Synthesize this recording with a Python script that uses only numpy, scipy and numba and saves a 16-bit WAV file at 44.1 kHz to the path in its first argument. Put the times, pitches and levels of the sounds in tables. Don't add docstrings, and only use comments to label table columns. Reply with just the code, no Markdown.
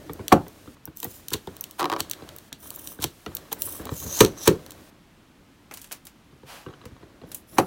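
import sys
import numpy as np
from scipy import signal
from scipy.fft import rfft, irfft, next_fast_len
from scipy.io import wavfile
from scipy.ndimage import uniform_filter1d, map_coordinates
from numba import njit

SR = 44100
rng = np.random.default_rng(int(sys.argv[2]) if len(sys.argv) > 2 else 0)


def unload_wav(signal):
    wavfile.write(
        sys.argv[1],
        SR,
        np.round(np.clip(np.atleast_2d(signal).T, -1, 1) * 32767).astype(np.int16),
    )


N = 337806
TIME = np.arange(N) / SR
RING_TIME = np.arange(SR // 2) / SR

SNAP_EDGES_HZ = (30, 110, 180, 380, 520, 700, 850, 1400, 2800, 4500, 5600, 8500, 18000)


def undb(db):
    return 10 ** (np.asarray(db) / 20)


def unit(x):
    return x / np.sqrt(np.sum(x ** 2) + 1e-18)


def fade(t60_s):
    return np.exp(-np.log(1000) * RING_TIME / max(t60_s, 1e-4))


def band(x, low_hz, high_hz):
    return signal.sosfilt(signal.butter(3, (low_hz, high_hz), "band", fs=SR, output="sos"), x)


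def colour(x, points):
    hz, db = np.transpose(points)
    size = next_fast_len(N)
    bin_hz = np.maximum(np.fft.rfftfreq(size, 1 / SR), 1)
    gain = undb(np.interp(np.log(bin_hz), np.log(hz), db, left=-80, right=-80))
    y = irfft(rfft(x, size) * gain, size)[:N]
    return y / np.std(y)


def walk(rate_hz):
    knots = rng.standard_normal(4096)
    return np.interp(TIME * rate_hz, np.arange(len(knots)), knots)


def grains(rate_hz, spread_db):
    happens = rng.random(N) < rate_hz / SR
    strength = undb(spread_db * np.minimum(rng.exponential(size=N), 4))
    return happens * rng.standard_normal(N) * strength


def stroke(start_s, end_s, attack_s, release_s):
    rise = np.clip((TIME - start_s) / attack_s, 0, 1)
    return rise * np.exp(-np.maximum(TIME - end_s, 0) / release_s)


@njit
def resonate(x, hz, sharpness):
    y, b, low = np.empty(len(x)), 0., 0.
    k = 1 / sharpness
    for i in range(len(x)):
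        g = np.tan(np.pi * hz[i] / SR)
        v = (b + g * (x[i] - low)) / (1 + g * (g + k))
        b, low, y[i] = 2 * v - b, low + 2 * g * v, k * v
    return y


def box_ring(damping, detune):
    # (frequency [Hz], level [dB], t60 [s])
    box_modes = [(86, -10, 0.4), (125, -2, 0.19), (166.7, -1.5, 0.25), (213.2, -2, 0.12),
                 (289.4, -2.5, 0.28), (342.2, 1.5, 0.19), (372.3, -7, 0.26), (423.3, -2, 0.14),
                 (448, -4.5, 0.13), (552.6, -1, 0.15), (753, -7.5, 0.055), (810, -10.5, 0.017),
                 (982, 0.5, 0.045), (1119.4, -0.5, .07), (1242, -6, 0.057), (1579, -9.5, 0.085),
                 (1797, -10, 0.1), (1867, -15, .06), (2390, -6, 0.054), (3040, -9.5, .07),
                 (3286, -0.5, 0.041), (3950, 1.5, 0.055), (4040, -5, 0.029), (6100, -7.5, .06),
                 (6400, 1.5, 0.053), (8300, -13, 0.014)]
    hz, db, t60_s = np.transpose(box_modes)[:, :, None]
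    shift, place = rng.standard_normal((2, *hz.shape))
    hz = hz * np.exp(detune * shift)
    db = db + min(90 * detune, 6) * place
    t = RING_TIME[:len(RING_TIME) // 2]
    decay = np.exp(-np.log(1000) * damping * t / t60_s)
    ring = np.sum(undb(db) * np.sin(2 * np.pi * hz * t) * decay, axis=0)
    return np.pad(ring, (0, len(RING_TIME) - len(ring)))


def band_levels(edges_hz, bands_db, tilt_db):
    octaves = np.log2(np.multiply(edges_hz[:-1], edges_hz[1:])) / 2
    return unit(undb(np.array(bands_db) + tilt_db * octaves))


def contacts(rows, edges_hz, bands_db, crack_t60_s, crack_slope, ring_db, ring_slope,
             damping, detune, room_db, gain_db):
    out = np.zeros(N + len(RING_TIME))
    reference = np.sqrt(SR / 100)
    room_onset = 1 - np.exp(-RING_TIME / 0.01)
    for time_s, db, tilt_db in rows:
        crack, echoes = rng.standard_normal((2, len(RING_TIME)))
        crack[0] = 6
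        ring = box_ring(damping, detune)
        start = max(int(time_s * SR), 0)
        shares = band_levels(edges_hz, bands_db, tilt_db)
        for low_hz, high_hz, share in zip(edges_hz, edges_hz[1:], shares):
            khz = np.sqrt(low_hz * high_hz) / 1000
            fading_crack = crack * fade(crack_t60_s / khz ** crack_slope)
            fading_echoes = echoes * room_onset * fade(0.18 / khz ** 0.13)
            parts = np.array([fading_crack, ring, fading_echoes])
            direct, body, room = map(unit, band(parts, low_hz, high_hz))
            close = unit(direct + undb(ring_db) / khz ** ring_slope * body)
            sound = unit(close + undb(room_db) / khz ** 0.33 * room)
            out[start:start + len(sound)] += reference * undb(db + gain_db) * share * sound
    return out[:N]


def flicks():
    # (time [s], level before gain_db [dB], tilt [dB/octave])
    events = [(0.3241, -4.5, -1.03), (7.5833, -9.5, 0.83)]
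    bands_db = [-30.5, -21, -12.5, -15.5, -18.5, -12, -14, -22, -28.5, -37, -28.5, -30]
    return contacts(events, SNAP_EDGES_HZ, bands_db, crack_t60_s=0.063, crack_slope=0.14, ring_db=4.0,
                    ring_slope=.6, damping=1.5, detune=.004, room_db=-12.5, gain_db=1.5)


def releases():
    # (time [s], level before gain_db [dB], tilt [dB/octave])
    events = [(4.2058, -3.4, 0.1), (4.4749, -7, -0.87)]
    bands_db = [-25, -16.5, -12.5, -7.5, -24, -31, -16, -18.5, -17.5, -26, -18.5, -21]
    return contacts(events, SNAP_EDGES_HZ, bands_db, crack_t60_s=0.06, crack_slope=0.19, ring_db=4.5,
                    ring_slope=.6, damping=1.3, detune=.004, room_db=-11.0, gain_db=1.5)


def ticks():
    # (time [s], level before gain_db [dB], tilt [dB/octave])
    events = [(0.1338, -38, 11), (0.2812, -27.5, 0), (0.3281, -25, 0), (0.482, -44, 8), (0.8547, -34.5, 18),
              (0.9715, -37, 16), (1.002, -35.5, 7.5), (1.0299, -32.5, 1.5), (1.0441, -25, 22),
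              (1.2837, -31.5, 4), (1.3049, -39, 2), (1.3334, -26.5, 2), (1.3371, -23, -1.5),
              (1.341, -31, -4.5), (1.4726, -48, -1), (1.5667, -42.5, 4), (1.6098, -29, 16),
              (1.6399, -33.5, 1), (1.7103, -42.5, 5), (2.0043, -23.5, -0.5), (2.0978, -36, 6),
              (2.1123, -26, 3), (2.1339, -37.5, -4.5), (2.2899, -42.5, -4.5), (2.3632, -41.5, 12),
              (2.3849, -42, 5), (2.5278, -34, -3), (2.7044, -34, 5), (2.7602, -35, 23),
              (2.8735, -33.5, 2.5), (3.0229, -31.5, 3), (3.0276, -31, 0), (3.041, -21.5, -0.9),
              (3.2623, -39.5, -8), (3.3508, -27.5, 15), (3.3684, -32.5, 1.5), (3.5278, -25.5, 8),
              (3.6199, -22.5, 7), (3.8542, -37.5, 2.5), (4.2485, -23.5, -2), (4.2618, -35, -3),
              (4.4776, -17, 3), (4.6633, -45, 0), (4.707, -40.5, 3), (4.719, -45, 2)]
    edges_hz = (1400, 2900, 4500, 5600, 8000, 12000, 18000)
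    bands_db = [-9.5, .5, -7, -1.2, -1, .6]
    return contacts(events, edges_hz, bands_db, crack_t60_s=0.013, crack_slope=0.16, ring_db=-6,
                    ring_slope=0.12, damping=2.0, detune=0.084, room_db=-9.5, gain_db=0.3)


def slips():
    # (time [s], level before gain_db [dB], tilt [dB/octave])
    events = [(1.7959, -23, 1), (1.8008, -27.5, 3), (1.8085, -22, 0.5), (1.8175, -20.5, -3.5),
              (1.8288, -22, .2), (1.8428, -19.5, .2), (1.8556, -19, 0), (1.8992, -22.5, 1),
              (1.9176, -22, 0), (1.9266, -20, 0), (1.9361, -22.5, 0), (1.9636, -23.5, -1)]
    edges_hz = (140, 310, 700, 1400, 4500, 5600, 18000)
    bands_db = [-16.5, -4.5, -0.5, -10, -44, -20]
    return contacts(events, edges_hz, bands_db, crack_t60_s=0.021, crack_slope=0.29, ring_db=4.5,
                    ring_slope=1.7, damping=1.23, detune=0.0245, room_db=-15, gain_db=-2.0)


def scraping():
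    # (start [s], end [s], final lid level [dB], nail treble over lid [dB])
    scrapes = [(0.3, 0.332, -37.5, -11.5), (0.318, 0.326, -5, -24), (1.308, 1.346, -39, 4),
               (1.781, 1.804, -33, -2), (1.787, 1.823, -30.5, -14), (1.981, 2.007, -31, -4),
               (2.996, 3.047, -37.5, 5.5), (3.512, 3.533, -35, 2), (4.151, 4.201, -37.5, -7),
               (4.45, 4.478, -30.5, 2), (7.568, 7.602, -26, -10)]
    catches = grains(rate_hz=7600, spread_db=2.5)
    lid = colour(catches, [(400, -8), (950, 6.0), (1600, -3.5), (3000, -16.5), (5000, -29)])
    nail = colour(catches, [(1500, -21.5), (3600, 2), (4900, -5), (6600, -1), (13000, -2), (17000, -10)])
    out = np.zeros(N)
    for start_s, end_s, db, treble_db in scrapes:
        press = np.interp(TIME, [start_s, max(end_s, start_s + .001), end_s + .004], [0, 1, 0])
        out += press * undb(db) * (lid + undb(treble_db) * nail)
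    return out


def peeling():
    # (time [s], frequency before wobble [Hz], resonance level [dB])
    film_path = [(0.9, 7790, -7.5), (1.2, 7160, -6.5), (2.6, 9296, -10), (2.9, 8800, -10), (3.6, 8400, -8),
                 (3.78, 7950, -7.5), (3.95, 7080, 2), (4.05, 6700, 8), (4.18, 6270, 5), (4.4, 5860, 4),
                 (4.47, 5500, -3.5)]
    # (frequency [Hz], level per Hz [dB])
    sizzle_colour = [(1500, -15), (2400, -8.5), (3300, -3), (4100, 0), (4900, -6), (6400, 1.5),
                     (8500, -11.5), (10500, -20.5)]
    # (frequency [Hz], level per Hz [dB])
    air_colour = [(6500, -21), (8500, -6), (10000, -1), (12000, 1.5), (13700, 2), (15600, 2), (17000, -3.5)]
    # (start [s], end [s], final sizzle [dB], swell [dB], air over sizzle [dB])
    pulls = [(0.948, 1.042, -49.5, 9, 6.5), (1.082, 1.188, -56.5, -2, 6), (2.57, 2.674, -52, 15, 9),
             (2.692, 2.92, -50.5, 11, 9.5), (3.0, 3.06, -55, 5, 2), (3.574, 3.667, -48, 10, 15.5),
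             (3.676, 3.788, -51.5, -1.5, 10), (3.892, 4.03, -44, 9.5, 4), (4.048, 4.209, -28.5, 21.5, -1.5),
             (4.347, 4.467, -36, 20, -4), (7.25, 7.369, -63, 13, 9), (7.463, 7.62, -58, 8, 10)]
    breaks = grains(rate_hz=6000, spread_db=2.6) * undb(2.4 * walk(120))
    time_s, hz, db = np.transpose(film_path)
    wobble = np.exp(0.04 * walk(45))
    film_hz = np.interp(TIME, time_s, hz) * wobble
    first_mode = resonate(breaks, film_hz, 6.5)
    second_mode = resonate(breaks, 1.97 * film_hz, 6.2)
    breaks = breaks + undb(np.interp(TIME, time_s, db)) * (first_mode + .6 * second_mode)
    returned = map_coordinates(breaks, [np.arange(N) - 3 * SR / film_hz], order=3)
    breaks = breaks + .28 * returned
    sheet = unit(rng.standard_normal(len(RING_TIME)) * fade(.035))
    breaks = breaks + undb(-2) * signal.fftconvolve(breaks, sheet)[:N]
    sizzle, air = colour(breaks, sizzle_colour), colour(breaks, air_colour)
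    out = np.zeros(N)
    for start_s, end_s, final_db, swell_db, air_db in pulls:
        tension = undb(np.interp(TIME, [start_s, end_s], [final_db - swell_db, final_db]))
        pull = tension * stroke(start_s, end_s, attack_s=0.032, release_s=0.03)
        out += pull * (sizzle + undb(air_db) * air)
    return out


def knocks():
    # (time [s], level before gain_db [dB], tilt [dB/octave])
    events = [(0.0951, -26, 1), (0.1935, -30, 0), (0.2038, -29, -2.5), (0.466, -37, 2),
              (0.6756, -33.5, -.5), (0.8754, -31.5, -0.7), (1.029, -32.5, 5.5), (1.048, -30.5, 3.5),
              (1.0654, -31.5, -2.5), (1.3176, -27, 0), (1.3399, -25, 1.2), (1.352, -29.5, -0.5),
              (1.4733, -26.5, 1), (2.0043, -31, -1.5), (2.2221, -32.5, 1), (2.5215, -38, 1),
              (2.9888, -30, -1), (3.02, -32, -3), (3.0423, -22, 1), (3.2639, -27, 3), (3.2785, -33, -4),
              (3.5183, -29.5, 4.5), (3.7971, -29.5, -0.6), (3.8557, -31.5, -0.8), (3.916, -21, -4.5),
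              (4.048, -30.5, -4), (4.0598, -27, -5.5), (6.3262, -45.5, -2), (6.4333, -38.5, -1.5),
              (6.6634, -29, 0.5), (6.686, -34, -0.5), (6.738, -43, 4), (6.815, -45.5, 5.5),
              (6.838, -43, 2.5), (6.8553, -33, -2), (6.9163, -37, -8), (7.0293, -38, 0), (7.2155, -39, 2),
              (7.2359, -34, -1.5)]
    edges_hz = (60, 130, 260, 480, 700, 1600, 4000)
    bands_db = [-6, -4, -1.5, -10.5, -8.5, -17.5]
    return contacts(events, edges_hz, bands_db, crack_t60_s=0.12, crack_slope=.5, ring_db=10.0,
                    ring_slope=.4, damping=2.1, detune=0.15, room_db=-16.5, gain_db=-2.5)


def crinkles():
    # (time [s], level before gain_db [dB], tilt [dB/octave])
    events = [(5.7117, -38.5, -4.5), (5.739, -38.5, 5.5), (5.7725, -41, 2), (5.8163, -43, 7),
              (5.8434, -45.5, 2.5), (5.9122, -40, -4), (5.9181, -36.5, 2.5), (5.9248, -33.5, 4.5),
              (6.0529, -47.5, 7.5), (6.0688, -42.5, 3.5), (6.8544, -46.5, .3), (7.317, -39.5, 3.5),
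              (7.3463, -32, 12)]
    edges_hz = (250, 700, 2500, 7000, 16000)
    bands_db = [-10.5, 0.5, 1, -1]
    return contacts(events, edges_hz, bands_db, crack_t60_s=0.048, crack_slope=0.11, ring_db=-8,
                    ring_slope=.6, damping=2.7, detune=0.056, room_db=-3.5, gain_db=1.0)


def rustling():
    # (frequency [Hz], level per Hz [dB])
    rustle_colour = [(300, -8), (1000, -8), (3200, 1), (5000, -3), (8500, 3), (13000, 0), (16500, -6)]
    creases = colour(grains(rate_hz=3000, spread_db=3.5), rustle_colour)
    return undb(-53) * creases * stroke(5.71, 5.84, attack_s=.012, release_s=0.067)


def rubbing():
    # (start [s], end [s], rub gain [dB], wall rumble level [dB])
    rubs = [(-0.03, 0.264, -55.5, -46.5), (0.327, 0.434, -60, -50.5), (0.547, 0.66, -65, -60),
            (1.048, 1.2, -65, -58), (1.48, 1.64, -58, -55), (1.89, 2.33, -53, -51),
            (2.611, 2.908, -56, -53), (3.272, 3.426, -54.5, -51), (3.54, 3.758, -52.5, -48.5),
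            (3.778, 3.88, -48, -43.5), (4.002, 4.43, -51.5, -46), (4.516, 4.813, -57.5, -52.5),
            (6.647, 6.917, -58, -58.5), (6.984, 7.165, -66.5, -59.5), (7.208, 7.333, -61, -53.5),
            (7.51, 7.66, -54.5, -50)]
    # (frequency [Hz], level per Hz [dB])
    rub_colour = [(400, -14), (720, -3.5), (1150, -3.5), (1600, -2.5), (2300, -9), (3500, -11.5),
                  (6000, -17), (12000, -30)]
    # (frequency [Hz], level per Hz [dB])
    rumble_colour = [(30, -14.5), (85, 1.5), (170, -3.5), (230, -8), (300, 2.5), (440, -7), (600, -4.5),
                     (1000, -23.5)]
    skin, wall = rng.standard_normal((2, N)) * undb(0.77 * walk(60))
    ring = box_ring(damping=2.5, detune=0.0081)
    catches = signal.fftconvolve(grains(rate_hz=96, spread_db=3.5), ring)[:N]
    rub = undb(-3.5) * colour(skin, rub_colour) + undb(-1.5) * colour(catches, rub_colour)
    rumble = colour(wall, rumble_colour)
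    out = np.zeros(N)
    for start_s, end_s, rub_db, rumble_db in rubs:
        touch = stroke(start_s, end_s, attack_s=.035, release_s=0.11)
        out += touch * (undb(rub_db) * rub + undb(rumble_db) * rumble)
    return out


def sliding():
    # (frequency [Hz], level per Hz [dB])
    slide_colour = [(350, -16), (600, -4.5), (1070, -4.5), (1780, -9.5), (1900, -10), (2950, -10),
                    (8050, -19), (12300, -19.5), (16000, -23)]
    drag = rng.standard_normal(N) * undb(0.77 * walk(60))
    return undb(-43.5) * colour(drag, slide_colour) * stroke(6.452, 6.565, attack_s=.05, release_s=.055)


def room_tone():
    # (frequency [Hz], level per Hz [dB])
    room_colour = [(20, -8), (45, 0), (110, -1), (200, 1), (300, 0), (400, -8), (630, -12), (1000, -12.5),
                   (2000, -16.5), (3200, -18.5), (5000, -24), (8000, -28), (13000, -31), (17000, -35)]
    return undb(-55) * colour(rng.standard_normal(N), room_colour)


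def range_hiss(x):
    # (frequency [Hz], level per Hz [dB])
    hiss_colour = [(100, 1), (700, 1.5), (1500, -1), (5500, -3), (12000, -4.5), (16500, -5)]
    switch_db, hold_s, hiss_db = -16, .38, -57.5
    loud = np.abs(x) > undb(switch_db)
    last_peak_s = np.maximum.accumulate(TIME * loud)
    held = uniform_filter1d(1. * (TIME - last_peak_s < hold_s), size=400)
    return undb(hiss_db) * held * colour(rng.standard_normal(N), hiss_colour)


def scene():
    nails = flicks() + ticks() + slips() + scraping()
    sticker = releases() + peeling() + crinkles() + rustling()
    hands = knocks() + rubbing() + sliding()
    return (nails + sticker + hands + room_tone())[None]


def record(dry):
    clipped = dry / (1 + dry ** 8) ** (1 / 8)
    top_cut = signal.ellip(8, .2, 70, 15900, fs=SR, output="sos")
    hiss = range_hiss(signal.sosfilt(top_cut, clipped[0]))
    return signal.sosfilt(top_cut, clipped + hiss)


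dry = scene()
out = record(dry)
unload_wav(out)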